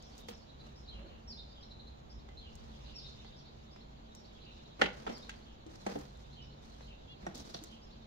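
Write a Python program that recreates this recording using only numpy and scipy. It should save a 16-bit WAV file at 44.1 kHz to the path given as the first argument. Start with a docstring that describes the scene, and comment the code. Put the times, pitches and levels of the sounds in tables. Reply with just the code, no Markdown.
"""Removing a mower's grass catcher

The plastic catcher of a switched-off lawn mower is unhooked, lifted out and set down on paving.
Impacts excite the modes of the hollow box, which clacks and thuds; stick-slip friction makes it
scrape, a hand rustle in the chute and the flap groan shut. House walls reflect the sound.
Small birds chirp further off, over the low drone of a town."""
import sys
import numpy as np
from scipy import signal
from scipy.fft import rfft, irfft, next_fast_len
from scipy.io import wavfile

SR = 44100
rng = np.random.default_rng(int(sys.argv[2]) if len(sys.argv) > 2 else 0)


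def unload_wav(signal):
    """Save mono or channel-first audio to the path in sys.argv[1] as 16-bit WAV at rate SR, clipped to [-1, 1]."""
    wavfile.write(
        sys.argv[1],
        SR,
        np.round(np.clip(np.atleast_2d(signal).T, -1, 1) * 32767).astype(np.int16),
    )


N = 355446
TIME = np.arange(N) / SR

# impacts of the box on mower and paving, the row at 4.858 s being the main knock returned by a house wall:
# (time [s], level [dB], then relative to it: flat landing [dB], hollow body [dB], bright rim [dB], crisp edge
# [dB]; then boom frequency [Hz], boom level [dB])
KNOCKS = [(0.286, -43.5, -1, -1, 12.5, 12, 475, -38.5), (4.8146, -15.5, 4.5, -10.5, -2, -15, 1470, -15.5),
          (4.8349, -40.5, 7.5, 4.5, -2, 10, 690, -34), (4.8583, -43.5, 5, -4, 9, -20, 2720, -28),
          (5.0659, -38.5, 4.5, 1, 0.5, -11, 785, -33), (5.0749, -37.5, 1, -3, -1, -6, 1350, -33),
          (5.094, -42, 3, 3.5, 3, -3, 228, -38), (5.294, -36.5, -4.5, -27, 7, 7, 1610, -34.5),
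          (5.664, -57, -9, 14, 14, 17, 316, -40.5), (5.8647, -31, -5, 6.5, -7.5, 8, 500, -37),
          (5.955, -42.5, 0.5, 12.5, -6, 1, 287, -33)]
# likeness of left and right in the yard: (frequency [Hz], correlation [-])
CORRELATION = [(60, 0.88), (190, 0.93), (290, 0.17), (420, -0.24), (700, -0.62), (1300, -0.53),
               (2400, -0.16), (15000, -0.043)]


def from_db(db):
    """Amplitude ratio of a level in decibels."""
    return 10 ** (np.asarray(db) / 20)


def unit_rms(x):
    """Normalisation to unit mean power."""
    return x / np.sqrt(np.mean(x ** 2) + 1e-20)


def at_hz(points, hz):
    """Interpolation of a spectrum on a logarithmic frequency axis."""
    points = np.array(points)
    return np.interp(np.log(hz), np.log(points[:, 0]), points[:, 1])


def decay(t, t60):
    """Exponential damping by 60 dB in t60 seconds."""
    return np.exp(-np.log(1000) * t / t60)


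def add(out, onset, sound):
    """Superposition of a sound on the mix, from its onset in seconds."""
    start = max(round(onset * SR), 0)
    out[..., start:start + sound.shape[-1]] += sound[..., :N - start]


def butterworth(x, order, hz, kind):
    """Filtering with a maximally flat passband."""
    return signal.sosfilt(signal.butter(order, hz, kind, fs=SR, output="sos"), x)


def noise(spectrum, size):
    """Random-phase stereo noise of a given spectrum, partly correlated between the sides; rms 1."""
    hz = np.maximum(np.fft.rfftfreq(size, 1 / SR), 1)
    correlation = np.clip(at_hz(CORRELATION, hz), -1, 1)
    mid, side = np.exp(2j * np.pi * rng.random((2, len(hz))))
    stereo = np.sqrt(1 + correlation) * mid + np.sqrt(1 - correlation) * side * [[1], [-1]]
    return unit_rms(irfft(stereo * from_db(at_hz(spectrum, hz)), size))


def narrow_noise(hz, half_width_hz):
    """Noise through one resonance, which at 0 Hz gives a random drift; rms 1."""
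    size = next_fast_len(N)
    detuning = (np.fft.rfftfreq(size, 1 / SR) - hz) / half_width_hz
    return unit_rms(irfft(rfft(rng.standard_normal(size)) / (1 + detuning ** 2), size)[:N])


def town():
    """Incoherent far sources sum to a wash of traffic, a swelling rumble and narrow-band drones."""
    # traffic and rumble: (frequency [Hz], relative spectral density [dB])
    traffic_spectrum = [(20, -9), (54, -4), (168, -8), (215, -9), (330, -11.5), (780, -13.5), (1100, -19.5),
                        (1900, -27), (2600, -28.5), (3900, -27), (4800, -41), (6900, -36), (8400, -58.5),
                        (11000, -53.5), (15500, -52.5)]
    rumble_spectrum = [(20, -14), (33, -5.5), (52, 14), (75, 4.5), (110, -9.5), (200, -37), (600, -94)]
    # swell of the rumble: (time [s], level [dB])
    swell = [(0, -61.5), (1.2, -54), (1.7, -57.5), (2.3, -51.5), (3.9, -59), (4.3, -63.5), (5.2, -61),
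             (6.3, -56), (8.06, -61)]
    # far machinery: (frequency [Hz], bandwidth [Hz], level [dB])
    machines = [(52.7, 11, -65.5), (137.7, 3.1, -65), (223.7, 9.5, -65.5)]
    rumble = from_db(np.interp(TIME, *np.transpose(swell))) * noise(rumble_spectrum, N)
    drones = sum(from_db(db) * narrow_noise(hz, width / 2) for hz, width, db in machines)
    return from_db(-56) * noise(traffic_spectrum, N) + rumble + drones


def whine(waver_hz):
    """A faint tone sinks and fades; random amplitude modulation spreads it into a narrow band."""
    # falling tone: (time [s], frequency [Hz], level [dB])
    glide = [(0, 750, -63), (0.199, 677, -68), (0.451, 595, -74), (.8, 532, -88)]
    times, hz, db = np.transpose(glide)
    phase = 2 * np.pi * np.cumsum(np.interp(TIME, times, hz)) / SR
    waver = np.array([narrow_noise(0, waver_hz) for side in range(2)])
    return from_db(np.interp(TIME, times, db)) * np.sin(phase) * waver


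def chorus(flicker_db, bands=6):
    """Many far birds superpose into a noisy twitter whose bands fluctuate independently."""
    # swell of the twitter: (time [s], level [dB])
    swell = [(0, -65.5), (1.0, -74), (2.1, -76), (2.95, -61), (4.0, -72.5), (4.5, -65.5), (5.6, -72),
             (8.06, -68)]
    # its colour: (frequency [Hz], relative spectral density [dB])
    colour = [(1800, -18), (2800, -5), (3900, 2.5), (4700, -4.5), (5400, -8), (6800, -13), (8200, -30),
              (11000, -37)]
    spectrum = rfft(noise(colour, N))
    band = np.digitize(np.fft.rfftfreq(N, 1 / SR), np.geomspace(3100, 5000, bands - 1))
    twitter = sum(irfft(spectrum * (band == k), N) * from_db(flicker_db * narrow_noise(0, 12))
                  for k in range(bands))
    return from_db(np.interp(TIME, *np.transpose(swell))) * twitter


def bird_notes():
    """Birds repeat stereotyped calls, each time transposed by a common frequency ratio."""
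    # notes of a call: (delay [s], duration [s], start pitch [Hz], middle pitch [Hz], end pitch [Hz],
    # relative level [dB], rasp [share of pitch])
    rising_call = [(0, 0.0426, 4810, 5204, 5290, 1.5, 0.046), (.085, .045, 3493, 4230, 4300, -2, 0.064)]
    swoop_call = [(0, .03, 5450, 5520, 5300, -5, 0.012), (.014, .05, 5200, 4870, 4000, 0, 0.016),
                  (.095, 0.045, 3620, 3680, 3660, -7, 0.02), (.108, .028, 3950, 4100, 4080, -7, .03)]
    chirrup_call = [(0, 0.03, 3900, 4160, 4370, 0, 0.027), (.022, .1, 3750, 3150, 2850, -8.5, 0.065)]
    slur_call = [(0, 0.06, 3950, 4260, 4030, -4.5, 0.055), (.045, 0.095, 3300, 2950, 2750, -2.5, 0.06)]
    pip_call = [(0, 0.024, 3900, 4020, 3850, 0, 0.05)]
    # when each is sung: (time [s], level [dB], pitch ratio [-])
    risings = [(0.022, -62, 1.05), (0.318, -61.5, 1.04), (0.754, -62, 1.01), (1.603, -63.5, 0.99),
               (2.094, -62, 0.99), (3.359, -61, 1.03), (3.707, -63, .98), (4.149, -61.5, 1.04),
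               (6.415, -62, 1), (7.815, -63, 1.01)]
    swoops = [(1.274, -46.5, 1), (2.943, -48.5, 1.01), (5.116, -53.5, 1.01)]
    chirrups = [(0.874, -49.5, 0.97), (2.37, -51.5, 1)]
    slurs = [(0.567, -71.5, 1), (1.035, -61.5, 0.97), (1.48, -59, 1.15), (2.834, -60, 0.96),
             (4.389, -60, 0.96), (5.402, -62, 1.03), (6.312, -57.5, 1.01), (6.813, -59, 0.98),
             (7.645, -59.5, 1.03)]
    pips = [(0.488, -60, 0.99), (0.599, -60, 1), (0.683, -67, 0.97), (1.626, -58, 0.99),
            (1.702, -55.5, 0.99), (1.790, -58.5, 1), (1.868, -56, 1), (4.11, -66, 0.95), (4.508, -63.5, 1),
            (4.648, -62, .98), (4.72, -61, 0.97), (6.147, -60, 0.95)]
    for call, repeats in ((rising_call, risings), (swoop_call, swoops), (chirrup_call, chirrups),
                          (slur_call, slurs), (pip_call, pips)):
        for onset, db, ratio in repeats:
            for delay, length, *pitches, note_db, rasp in call:
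                yield onset + delay, length, ratio * np.array(pitches), db + note_db, rasp


def birds(waver_hz, flutter_db, overtone_db):
    """Each note is a whistle gliding through three pitches, made raspy by fast frequency modulation."""
    song, waver = np.zeros(N), narrow_noise(0, waver_hz)
    for onset, length, pitches, db, rasp in bird_notes():
        progress = np.linspace(0, 1, round(length * SR))
        glide = np.polyval(np.polyfit([0, .5, 1], pitches, 2), progress)
        pitch = glide * (1 + rasp * np.interp(onset + length * progress, TIME, waver))
        phase = 2 * np.pi * np.cumsum(pitch) / SR
        whistle = np.sin(phase) + from_db(overtone_db) * np.sin(2 * phase)
        add(song, onset, from_db(db) * whistle * np.sqrt(np.abs(np.sin(np.pi * progress))))
    song *= from_db(flutter_db * narrow_noise(0, 51))
    return np.array([song, np.interp(TIME - .00048, TIME, song)])   # reaches the left side first


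def yard_reverb(x, t60, wet_db, dull_hz):
    """Diffuse scattering from paving, walls and fences leaves a decaying tail with weakened treble."""
    t = TIME[:SR]
    tail = noise([(20, 0), (dull_hz, 0), (4 * dull_hz, -12)], SR) * decay(t, t60)
    tail *= 1 - decay(t, 0.0055)
    tail /= np.sqrt(np.sum(tail ** 2) / 2)   # unit mean energy per side
    return from_db(wet_db) * signal.fftconvolve(x, tail, axes=1)[:, :N]


def wall_echoes(x, low_hz, high_hz):
    """Specular reflection: each house wall returns one band-limited copy, slightly later on the right."""
    # reflections: (delay [s], level [dB])
    walls = [(0.021, -10), (0.044, -12)]
    out, reflected = np.zeros((2, N)), butterworth(x, 1, [low_hz, high_hz], "band")
    for delay, db in walls:
        add(out[0], delay, from_db(db) * reflected[0])
        add(out[1], delay + 0.0001, from_db(db) * reflected[1])
    return out


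def flap_squeak():
    """Periodic stick-slip in the lowered flap gives an arching pitch; only a few high harmonics carry."""
    # the squeak: (time [s], duration [s], peak fundamental [Hz], sag at the ends [share of pitch])
    stroke = (7.076, .082, 570, .09)
    # its partials: (harmonic number [-], level [dB])
    harmonics = [(5, -57), (6, -54), (7, -85), (9, -77)]
    onset, length, peak_hz, sag = stroke
    from_middle = np.clip(2 * (TIME - onset) / length - 1, -1, 1)
    phase = 2 * np.pi * np.cumsum(peak_hz * (1 - sag * from_middle ** 2)) / SR
    tone = (1 - from_middle ** 2) * sum(from_db(db) * np.sin(k * phase) for k, db in harmonics)
    return np.array([tone, np.interp(TIME - .0005, TIME, tone)])   # reaches the left side first


def flap_groans(slips_per_s, t60):
    """Irregular stick-slip: each slip of the swinging flap excites a resonance of the hollow plastic."""
    # drags as it opens and shuts: (time [s], duration [s], resonance [Hz], level [dB])
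    drags = [(0.96, 0.17, 550, -64), (1.027, 0.068, 337, -61.5), (7.227, 0.053, 205, -55.5),
             (7.28, 0.099, 312, -59), (7.346, 0.09, 265, -55.5), (7.471, 0.075, 257, -60),
             (7.612, 0.044, 304, -56)]
    out = np.zeros(N)
    for onset, length, hz, db in drags:
        t = TIME[:round(length * SR)]
        slips = (rng.random(SR)[:len(t)] < slips_per_s / SR) | (t == 0)
        resonance = np.sin(2 * np.pi * hz * t) * decay(t, t60)
        ringing = signal.fftconvolve(slips.astype(float), resonance)[:len(t)]
        envelope = np.sqrt(np.abs(np.sin(np.pi * t / length)))
        add(out, onset, from_db(db) * unit_rms((ringing - ringing.mean()) * envelope))
    return out


def grit(grains_per_s, spread_db, low_hz):
    """Shot noise: dry clippings and sand crunch under the sliding plastic in tiny random clicks."""
    # gritty scrapes: (time [s], duration [s], level [dB])
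    scrapes = [(0.17, 0.059, -68), (0.273, 0.054, -62.5), (5.827, 0.27, -72), (7.342, 0.12, -73)]
    out = np.zeros((2, N))
    for onset, length, db in scrapes:
        size = round(length * SR)
        hits = rng.random((2, size)) < grains_per_s / SR
        clicks = hits * rng.standard_normal((2, size)) * from_db(spread_db * rng.standard_normal(size))
        crunch = unit_rms(butterworth(clicks, 2, low_hz, "high"))
        add(out, onset, from_db(db) * crunch * np.sin(np.pi * np.linspace(0, 1, size)))
    return out


def rubs(grain_db, judder_db, skid_s):
    """Sliding friction sticks and slips, radiating a grainy hiss and driving a shudder in the box."""
    # sleeve, clippings and plastic sliding: (time [s], duration [s], hiss [dB], shudder [dB])
    slides = [(0.0, 0.6, -72, -64.5), (0.15, 0.1, -64.5, -68), (0.296, 0.052, -67, -57),
              (0.595, 0.25, -70, -61.5), (0.921, 0.46, -96, -60.5), (2.572, 0.61, -71.5, -62),
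              (4.792, 0.071, -62, -45.5), (4.927, 0.64, -62, -54), (5.692, 0.75, -63, -60),
              (5.89, 0.065, -61, -54), (6.617, 0.37, -65.5, -63.5), (7.206, 0.29, -73, -58),
              (7.344, 0.1, -51.5, -63), (7.444, 0.38, -58, -58.5)]
    # friction noise: (frequency [Hz], relative spectral density [dB])
    hiss_spectrum = [(800, 7.5), (2000, -13.5), (4000, 8), (6200, 5), (8000, -6.5), (10000, -11.5),
                     (15000, -18)]
    shudder_spectrum = [(110, -39), (200, 2), (300, -4.5), (500, -3), (800, -8), (1300, -11), (2500, -18),
                        (6000, -46)]
    # the heavier a knock thuds, the louder the box skids after it
    skids = [(onset, skid_s, db + hollow_db - 33.5, db + hollow_db - 20)
             for onset, db, _, hollow_db, *_ in KNOCKS]
    hiss, shudder = np.zeros((2, N))
    for onset, length, hiss_db, shudder_db in slides + skids:
        stroke = np.sin(np.pi * np.clip((TIME - onset) / length, 0, 1) ** 0.36)   # peaks early
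        hiss += from_db(hiss_db) * stroke
        shudder += from_db(shudder_db) * stroke
    grains = unit_rms(from_db(grain_db * narrow_noise(0, 350)))
    judder = unit_rms(from_db(judder_db * narrow_noise(0, 42)))
    return judder * (hiss * grains * noise(hiss_spectrum, N) + shudder * noise(shudder_spectrum, N))


def ticks(t60, size=2048):
    """Sudden release of small stiff catches radiates bright, heavily damped transients."""
    # hooks and flap edge letting go: (time [s], level [dB])
    releases = [(0.025, -52), (0.18, -45.5), (0.283, -57), (2.554, -47), (4.150, -47.5), (5.181, -48),
                (5.865, -60), (5.989, -47.5), (6.172, -59), (7.349, -45), (7.355, -42), (7.379, -43),
                (7.638, -38.5)]
    # quick steps in which a catch slips: (delay [s], relative level [dB])
    steps = [(0, -1), (.0035, -10), (.0074, -10)]
    # colour of a tick: (frequency [Hz], relative spectral density [dB])
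    spectrum = [(1000, -11), (3500, -12), (5500, 0), (7000, 4.5), (9000, -14.5), (15000, -15)]
    out = np.zeros((2, N))
    for onset, db in releases:
        for delay, step_db in steps:
            add(out, onset + delay, from_db(db + step_db) * noise(spectrum, size) * decay(TIME[:size], t60))
    return out


def booms(attack_cycles, decay_cycles):
    """Flexural vibration: the struck wall booms at a pitch set by the spot and the grip."""
    out, t = np.zeros((2, N)), TIME[:SR // 2]
    for onset, *_, hz, db in KNOCKS:
        phase_gap = np.arccos(np.clip(at_hz(CORRELATION, hz), -1, 1))   # the left side leads
        tone = np.sin(2 * np.pi * hz * t + phase_gap * np.array([[.5], [-.5]]))
        envelope = decay(t, decay_cycles / hz) * (1 - decay(t, attack_cycles / hz))
        add(out, onset, from_db(db) * tone * envelope)
    return out


def contacts(landing_s=.0037):
    """A knock is a multiple impact of edge, flat wall and rebound; a finger tap is a single one."""
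    # normal modes: (frequency [Hz], level [dB], t60 [s], left-right correlation before clipping [-])
    box_modes = [(145, -26, 0.35, 0.47), (191.6, -27.5, 0.36, 1), (226, -21.5, 0.15, 0.75),
                 (322, -14, 0.044, 0.25), (393, -15.5, 0.11, -0.46), (481, -14, 0.053, -0.15),
                 (510, -20.5, 0.18, -0.92), (626, -18, 0.05, -1.13), (785, -22.5, 0.074, -0.91),
                 (810, -16.5, 0.094, -0.81), (1060, -20.5, 0.04, -1.1), (1286, -19, 0.044, -0.58),
                 (1617, -15, 0.025, -0.12), (1730, -16, 0.032, 1), (1855, -16, 0.025, 0.58),
                 (1930, -25.5, 0.17, -0.83), (2036, -18, 0.17, 0.04), (2093, -24.5, 0.1, -0.95),
                 (2240, -13, 0.031, -0.7), (2634, -18, 0.029, -1), (3140, -16, 0.064, -1.94),
                 (3356, -22, 0.036, 0.2), (4300, -12.5, 0.0021, 1), (6700, -22, 0.02, 0)]
    flap_modes = [(146.5, -7, 0.12, 0.59), (190, -16, 0.13, 0.8), (345, -11, 0.061, 0.14),
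                  (690, 0.5, 0.082, -0.96), (780, -8.5, 0.045, -0.28), (1130, -6, 0.027, -0.42),
                  (1470, -2, 0.024, -0.003), (1860, -1, 0.028, -0.46), (3940, -13.5, 0.023, 0.26),
                  (5650, -8, 0.011, 0.78)]
    # impacts of the lowered flap: (time [s], level [dB], then relative to it: flat landing [dB],
    # hollow body [dB], bright rim [dB], crisp edge [dB])
    flap_knocks = [(7.266, -39, -4.5, 6.5, -2.5, 11), (7.542, -55, 9, 8, 26.5, -2)]
    # the loose plastic bouncing once: (delay [s], relative level [dB])
    rebound = (0.011, -12)
    # fingers on the wall: (time [s], level [dB])
    taps = [(2.288, -46.5), (3.247, -46.5), (3.761, -46), (6.807, -45)]
    # tint of a tap, and of a flat landing against the first touch: (frequency [Hz], gain [dB])
    tap_colour = [(380, 2), (1700, -2.5), (4500, -2), (10000, -8)]
    landing_tint = [(380, 6.5), (1700, -0.5), (4500, -0.5), (10000, -8)]
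    rebound_s, rebound_db = rebound
    for modes, blows in ((box_modes, KNOCKS), (flap_modes, flap_knocks)):
        for onset, db, landing_db, hollow_db, bright_db, crisp_db, *_ in blows:
            colour = [(380, hollow_db), (1700, 0), (4500, bright_db), (10000, crisp_db)]
            landing_colour = [(hz, gain_db + at_hz(landing_tint, hz)) for hz, gain_db in colour]
            yield modes, onset, db, colour
            yield modes, onset + landing_s, db + landing_db, landing_colour
            yield modes, onset + rebound_s, db + rebound_db, colour
    for onset, db in taps:
        yield box_modes, onset, db, tap_colour


def impact(modes, colour, snap_hz, spread_db, size=8192):
    """Impulse response: a snap and a short crack, while the modes ring as strongly as the spot allows."""
    # crowded, quickly damped modes of the thin walls: (frequency [Hz], relative spectral density [dB])
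    crack_spectrum = [(150, -60), (450, 10), (850, 14), (1150, -9), (1700, -0.5), (3300, 2.5), (4800, -7.5),
                      (6500, -5.5), (9000, -21), (15000, -51)]
    t = TIME[:size]
    hz, db, t60, correlation = np.transpose(modes)[:, :, None]
    index = np.arange(len(modes))[:, None]
    strength = from_db(db + at_hz(colour, hz) + spread_db * rng.standard_normal(hz.shape))
    # each wall radiates its own way, so a mode reaches one side first
    lag = np.arccos(np.clip(correlation, -1, 1)) / (2 * np.pi * hz) * (-1) ** (index // 2)
    age = np.maximum(t - np.maximum([lag, -lag], 0), 0)
    ringing = np.sum((-1) ** index * strength * np.sin(2 * np.pi * hz * age) * decay(age, t60), axis=1)
    snap = from_db(22) * butterworth(t == 0, 2, [snap_hz / np.sqrt(2), snap_hz * np.sqrt(2)], "band")
    crack = from_db(-5.5) * noise(crack_spectrum, size) * (1 - decay(t, 0.0033))
    tint = from_db(at_hz(colour, np.maximum(np.fft.rfftfreq(size, 1 / SR), 1)))
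    return ringing + irfft(rfft(snap + crack) * tint) * decay(t, t60=0.043)


def knocks(hard_snap_hz, thud_db_per_octave, lowest_hz):
    """Impacts clack and thud: softer contacts snap lower, and the box is too small to radiate deep bass."""
    out = np.zeros((2, N))
    for modes, onset, db, colour in contacts():
        (_, hollow_db), (_, middle_db), *_ = colour
        snap_hz = hard_snap_hz / 2 ** (max(hollow_db - middle_db, 0) / thud_db_per_octave)
        add(out, onset, from_db(db) * impact(modes, colour, snap_hz, spread_db=2.0))
    return butterworth(out, 2, lowest_hz, "high")


def scene():
    """Direct and reflected sound superpose: the box close by, the birds more reverberant, the town behind."""
    box = knocks(hard_snap_hz=1750, thud_db_per_octave=5.5, lowest_hz=168) + ticks(t60=0.01)
    box += booms(attack_cycles=1.8, decay_cycles=40)
    box += flap_groans(slips_per_s=130, t60=0.06)
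    box += grit(grains_per_s=3500, spread_db=2.0, low_hz=7900)
    box += rubs(grain_db=1.5, judder_db=3.0, skid_s=0.1)
    echoes = wall_echoes(box, low_hz=2230, high_hz=4900)
    box += echoes + yard_reverb(box, t60=0.35, wet_db=-15.0, dull_hz=4330)
    song = birds(waver_hz=450, flutter_db=2.5, overtone_db=-39)
    song = from_db(0.5) * song + yard_reverb(song, t60=0.46, wet_db=-3.0, dull_hz=5900)
    background = song + chorus(flicker_db=4.0) + town()
    balance = from_db([[-.6], [.6]])   # the right side is slightly louder
    return (box + flap_squeak() + whine(waver_hz=41) + background) * balance


def record(dry):
    """An elliptic low-pass filter cuts the top steeply at 15.6 kHz."""
    return signal.sosfilt(signal.ellip(10, .1, 80, 15600, fs=SR, output="sos"), dry)


dry = scene()
out = record(dry)
unload_wav(out)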